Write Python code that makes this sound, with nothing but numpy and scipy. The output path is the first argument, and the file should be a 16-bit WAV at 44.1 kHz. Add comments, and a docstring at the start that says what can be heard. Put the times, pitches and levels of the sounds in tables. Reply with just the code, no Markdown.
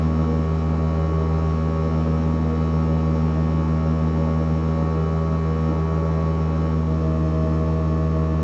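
"""Chattering cistern valve

Heard from inside a small tiled bathroom: behind the wall, a water valve chatters about 80 times a
second as the toilet cistern refills. The pipe drones with a slow throb, buzzes and rattles in its
clips; the valve ticks and water hisses through it, over a faint hum. Near 7 s the valve settles into
a slightly slower stroke with other overtones."""
import sys
import numpy as np
from scipy import signal
from scipy.fft import rfft, irfft, next_fast_len
from scipy.io import wavfile
from scipy.ndimage import map_coordinates

SR = 44100
rng = np.random.default_rng(int(sys.argv[2]) if len(sys.argv) > 2 else 0)


def bounce(signal):
    """Save signal as a 16-bit WAV file at the path given by the first command-line argument."""
    frames = np.transpose(np.atleast_2d(signal))
    limited = np.clip(frames, -1, 1)
    pcm = np.round(limited * 32767).astype(np.int16)
    wavfile.write(sys.argv[1], SR, pcm)


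N = 371763
TIME_S = np.arange(N) / SR

# The drone's two lowest partials. Each row: time in seconds, first and second level in dB before trim.
LOW_PARTIAL_LEVELS = [(0.1, -23.5, -24), (0.35, -24.5, -25), (1.46, -23, -24), (1.71, -25.5, -25.5),
                      (2.1, -24.5, -23.5), (2.55, -24.5, -26), (2.75, -24, -22.5), (5.16, -25.5, -24),
                      (8.23, -24, -23.5), (8.25, -24, -24.5)]
# The drone's third partial, fading now and then. Each row: time in seconds, level in dB before trim.
THIRD_PARTIAL_LEVELS = [(0.2, -28.5), (0.4, -27.5), (0.49, -38.5), (0.6, -31), (0.92, -32), (1.06, -50),
                        (1.24, -35), (1.51, -38), (1.57, -29), (1.8, -36), (1.98, -28.5), (4.76, -30),
                        (4.96, -36.5), (5.43, -36), (5.68, -30), (5.91, -40), (6.72, -31), (8.3, -34)]
# The pipe's overtones. Each row: multiple of the stroke rate, usual level in dB with the valve loose,
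# usual level in dB once it has settled, roughness from 0 to 1 while loose.
PIPE_OVERTONES = [(4, -41.0, -33.5, 0.4), (5, -37.0, -39.5, 0.2), (6, -40.0, -35.5, 0.5),
                  (7, -38.0, -43.5, 0.4), (8, -43.5, -35.0, 0.6), (9, -47.5, -51.5, 0.3),
                  (10, -47.5, -52.5, 0.3), (11, -52.5, -55.0, 0.5), (12, -51.0, -61.5, 0.4),
                  (13, -53.5, -52.0, 0.6), (14, -39.5, -40.5, 0.1), (15, -50.5, -46.5, 0.2),
                  (16, -48.0, -52.0, 0.3), (17, -53.5, -58.0, 0.3), (18, -57.0, -60.5, 0.1),
                  (19, -64.0, -61.0, 0.6), (20, -59.5, -70.5, 0.3), (21, -58.5, -64.0, 0.3),
                  (22, -61.0, -55.5, 0.3), (23, -55.5, -59.5, 0.2), (24, -64.5, -60.0, 0.5),
                  (25, -69.5, -67.0, 0.4), (26, -60.5, -63.5, 0.2), (27, -62.0, -68.5, 0.2),
                  (28, -70.0, -73.0, 0.5), (29, -58.0, -61.5, 0.1), (30, -64.5, -67.0, 0.2),
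                  (31, -69.5, -67.0, 0.4), (32, -61.5, -64.0, 0.2), (33, -72, -64, 0.4),
                  (34, -72, -73, 0.4), (35, -67.0, -68.5, 0.4), (36, -73, -78, 0.4),
                  (37, -64.0, -71.0, 0.4), (38, -67.0, -67.0, 0.5), (39, -73.0, -68.0, 0.4),
                  (49, -72.5, -69.5, 0.5), (52, -74.0, -75.5, 0.5), (56, -77.0, -75.5, 0.5),
                  (59, -76.0, -84.0, 0.5), (63, -76.5, -83.0, 0.5), (67, -69.5, -75.0, 0.4),
                  (69, -74.5, -78.5, 0.4)]
# Overtones that swell or sink as the third partial fades. Each row: multiple, dB gained per dB of fade.
OVERTONE_LEAN = [(4, -.9), (5, .75), (6, -.3), (14, .35)]
# Resonances of pipe and wall. Each row: frequency in Hz, nominal width in Hz, relative level in dB.
WALL_MODES = [(172, 22, -0.5), (206, 16, 0), (231.2, 12, -1), (256.6, 16, -2), (288.6, 10, -4.5),
              (303.6, 12, 3), (337.7, 10, -0.5), (371.4, 18, -6), (424, 22, -1), (446, 14, -4.5),
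              (486, 21, -7), (567, 36, -6.5), (695, 24, -16.5), (842, 40, -10.5), (877, 24, -9),
              (916, 25, -12.5), (1026, 37, -18), (1105, 25, -12.5), (1220, 36, -18), (1312, 70, -15)]
# Colour of the valve's tick. Each row: frequency in Hz, relative level in dB.
TICK_SPECTRUM = [(2300, -24.5), (2620, 1), (2850, 0), (3200, 0.5), (3500, -4.5), (4000, 2), (4850, -9.5),
                 (5400, 4.5), (6200, -7.5), (6550, -2.5), (7000, -14.5), (8500, -35.5)]
# Colour of the water jet in the valve. Each row: frequency in Hz, relative level in dB.
JET_SPECTRUM = [(20, -15.5), (60, -8.5), (130, -1), (400, -3), (650, -7), (1300, -10.5), (1500, -16),
                (2300, -21.5), (2900, -25.5), (3400, -25), (5500, -28), (6200, -30.5), (6700, -29.5),
                (7600, -36), (8500, -48.5)]

SETTLE_AT_S, SETTLE_TAKES_S = 6.84, 0.22


def valve_stroke(rate_hz=79.68, hurry_hz_per_db=0.035, wander_hz=0.1303, settled_drop_hz=0.42):
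    """Phase of the valve: it wanders and hurries a little while loose, then runs slower and steadier."""
    settled = settling()
    hurry = hurry_hz_per_db * third_fade_db() * (1 - settled)
    wander = wander_hz * (1 - 0.5 * settled) * wobble(8)
    return 2 * np.pi * np.cumsum(rate_hz + hurry + wander - settled_drop_hz * settled) / SR


def settling():
    """How far the valve has settled into its slower stroke, from 0 to 1."""
    return np.clip((TIME_S - SETTLE_AT_S) / SETTLE_TAKES_S, 0, 1)


def third_fade_db(limit_db=4):
    """How far the third partial lies under its usual level."""
    third_db, = curves(THIRD_PARTIAL_LEVELS)
    return np.clip(third_db.mean() - third_db, -limit_db, limit_db)


def pipe_drone(stroke, trims_db=(0.2, -0.16, 0.5), throb_hz=6.26, crest_s=0.057):
    """Three strong clean partials; a weaker vibration just under the second beats against it."""
    first_db, second_db = curves(LOW_PARTIAL_LEVELS)
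    third_db = curves(THIRD_PARTIAL_LEVELS)[0] + wobble(24)  # flutters by about 1 dB
    beat = 2 * np.pi * throb_hz * (TIME_S - crest_s)
    easing = np.linspace(1, 0.58, N)  # the throb grows shallower
    octave = partial_phase(stroke, 2)
    first = amp(first_db) * (1 + 0.0558 * easing * np.cos(beat)) * np.cos(stroke)
    second = amp(second_db) * (np.cos(octave) + 0.2034 * easing * np.cos(octave - beat))
    third = amp(third_db) * np.cos(partial_phase(stroke, 3))
    return -np.sqrt(2) * sum(amp(db) * wave for db, wave in zip(trims_db, (first, second, third)))


def pipe_buzz(stroke, flutter_per_s=26, dip_db=-3.5, dip_half_width_s=0.1):
    """Overtones flutter as the strokes land unevenly, and less so once the valve has settled."""
    settled, fade_db = settling(), third_fade_db()
    buzz = np.zeros(N)
    for order, loose_db, settled_db, loose_roughness in PIPE_OVERTONES:
        roughness = loose_roughness * (1 - 0.4 * settled)
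        scatter = rng.uniform(-np.pi, np.pi) * (order > 8)
        phase = partial_phase(stroke, order) + scatter  # short waves reach the microphone by many paths
        steady = np.sqrt(2 * (1 - roughness ** 2)) * np.cos(phase)
        flutter = wobble(flutter_per_s) * np.cos(phase) + wobble(flutter_per_s) * np.sin(phase)
        level_db = loose_db + settled * (settled_db - loose_db)
        lean_db = dict(OVERTONE_LEAN).get(order, 0) * fade_db
        drift_db = (0.6 + 2.5 * roughness) * (1 - 0.65 * settled) * wobble(6)
        buzz -= amp(level_db + lean_db + drift_db) * (steady + roughness * flutter)
    # the overtones dip while the valve changes its stroke
    dip = np.exp(-((TIME_S - SETTLE_AT_S) / dip_half_width_s) ** 2)
    return buzz * amp(dip_db * dip)


def partial_phase(stroke, order, dispersion=0.7):
    """Bending waves spread on their way along the pipe, so each partial arrives at its own time."""
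    return order * stroke - dispersion * order * (order - 1)


def clip_rattle(stroke, level_db=-34, settled_change_db=-1.5, uneven_db=1.6):
    """The pipe knocks unevenly in its clips at every stroke and shakes the wall."""
    swell = np.exp(1.1 * np.cos(stroke - 2.2))  # one crest in every stroke
    knocks = unit(swell * rng.standard_normal(N)) * amp(uneven_db * wobble(14))
    return amp(level_db + settled_change_db * settling()) * ring(knocks, WALL_MODES)


def valve_ticks(stroke, level_db=-59, settled_change_db=-1, uneven_db=2.9, jitter_s=1e-5):
    """Each closing of the valve is a sharp metallic tick; the room blurs them into a fine sizzle."""
    turns = stroke / (2 * np.pi)
    closings = np.interp(np.arange(1, int(turns[-1])), turns, np.arange(N))
    closings += jitter_s * SR * rng.standard_normal(len(closings))
    strength = amp(uneven_db * rng.standard_normal(len(closings)))
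    sample, late = closings.astype(int), closings % 1  # each tick is shared between two samples
    ticks = np.bincount(sample, strength * (1 - late), N + 1)
    ticks += np.bincount(sample + 1, strength * late, N + 1)
    return amp(level_db + settled_change_db * settling()) * shaped(tiled_room(ticks), TICK_SPECTRUM)


def water_jet(level_db=-40, easing_db=-1):
    """Water hisses steadily through the valve, easing a little as the cistern fills."""
    return amp(level_db + np.linspace(0, easing_db, N)) * shaped(rng.standard_normal(N), JET_SPECTRUM)


def faint_hum(hz=108, level_db=-49, waver_db=2.1):
    """A wavering hum in the background, between the two lowest partials."""
    phase = 2 * np.pi * hz * TIME_S + 0.5 * wobble(4)
    return np.sqrt(2) * amp(level_db + waver_db * wobble(2.6)) * np.sin(phase)


def tiled_room(ticks, t60_s=0.4):
    """Hard walls close around the microphone smear each tick into a short dense tail."""
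    t = np.arange(SR // 3) / SR
    tail = amp(-60 * t / t60_s) * rng.standard_normal(len(t))
    return signal.fftconvolve(ticks, tail)[:N]


def ring(x, modes):
    """x through a set of steep resonances, at rms 1."""
    def response(f):
        peaks = (amp(db) / (1 + ((f - hz) / (0.67 * width)) ** 2) for hz, width, db in modes)
        return np.sqrt(sum(peak ** 2 for peak in peaks))
    return unit(filtered(x, response))


def shaped(x, spectrum):
    """x coloured by (Hz, dB) points joined on a log frequency axis, at rms 1."""
    hz, db = np.transpose(spectrum)
    return unit(filtered(x, lambda f: amp(np.interp(np.log(f + 1), np.log(hz + 1), db))))


def filtered(x, response):
    """x through a gain given as a function of frequency in Hz."""
    size = next_fast_len(N + SR // 2)
    return irfft(rfft(x, size) * response(np.fft.rfftfreq(size, 1 / SR)), size)[:N]


def wobble(knots_per_s, hop=32):
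    """A smooth random curve of rms 1."""
    at = np.arange(0, N + hop, hop)
    knots = rng.standard_normal(4096)
    coarse = map_coordinates(knots, [at * knots_per_s / SR], mode="wrap")
    return unit(np.interp(np.arange(N), at, coarse))


def curves(rows):
    """One value per sample for each column after the time."""
    times, *columns = np.transpose(rows)
    return [np.interp(TIME_S, times, column) for column in columns]


def amp(db):
    return 10 ** (np.asarray(db) / 20)


def unit(x):
    return x / np.sqrt(np.mean(np.abs(x) ** 2) + 1e-20)


def scene():
    """Behind the wall, one valve drives drone, buzz, rattle and ticks; hiss and hum lie underneath."""
    stroke = valve_stroke()
    pipe = pipe_drone(stroke) + pipe_buzz(stroke) + clip_rattle(stroke)
    return (pipe + valve_ticks(stroke) + water_jet() + faint_hum())[None]


def record(dry, top_hz=8600):
    """One microphone in the bathroom; nothing above the band limit comes through."""
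    return np.array([filtered(channel, lambda hz: hz < top_hz) for channel in dry])


dry = scene()
out = record(dry)
bounce(out)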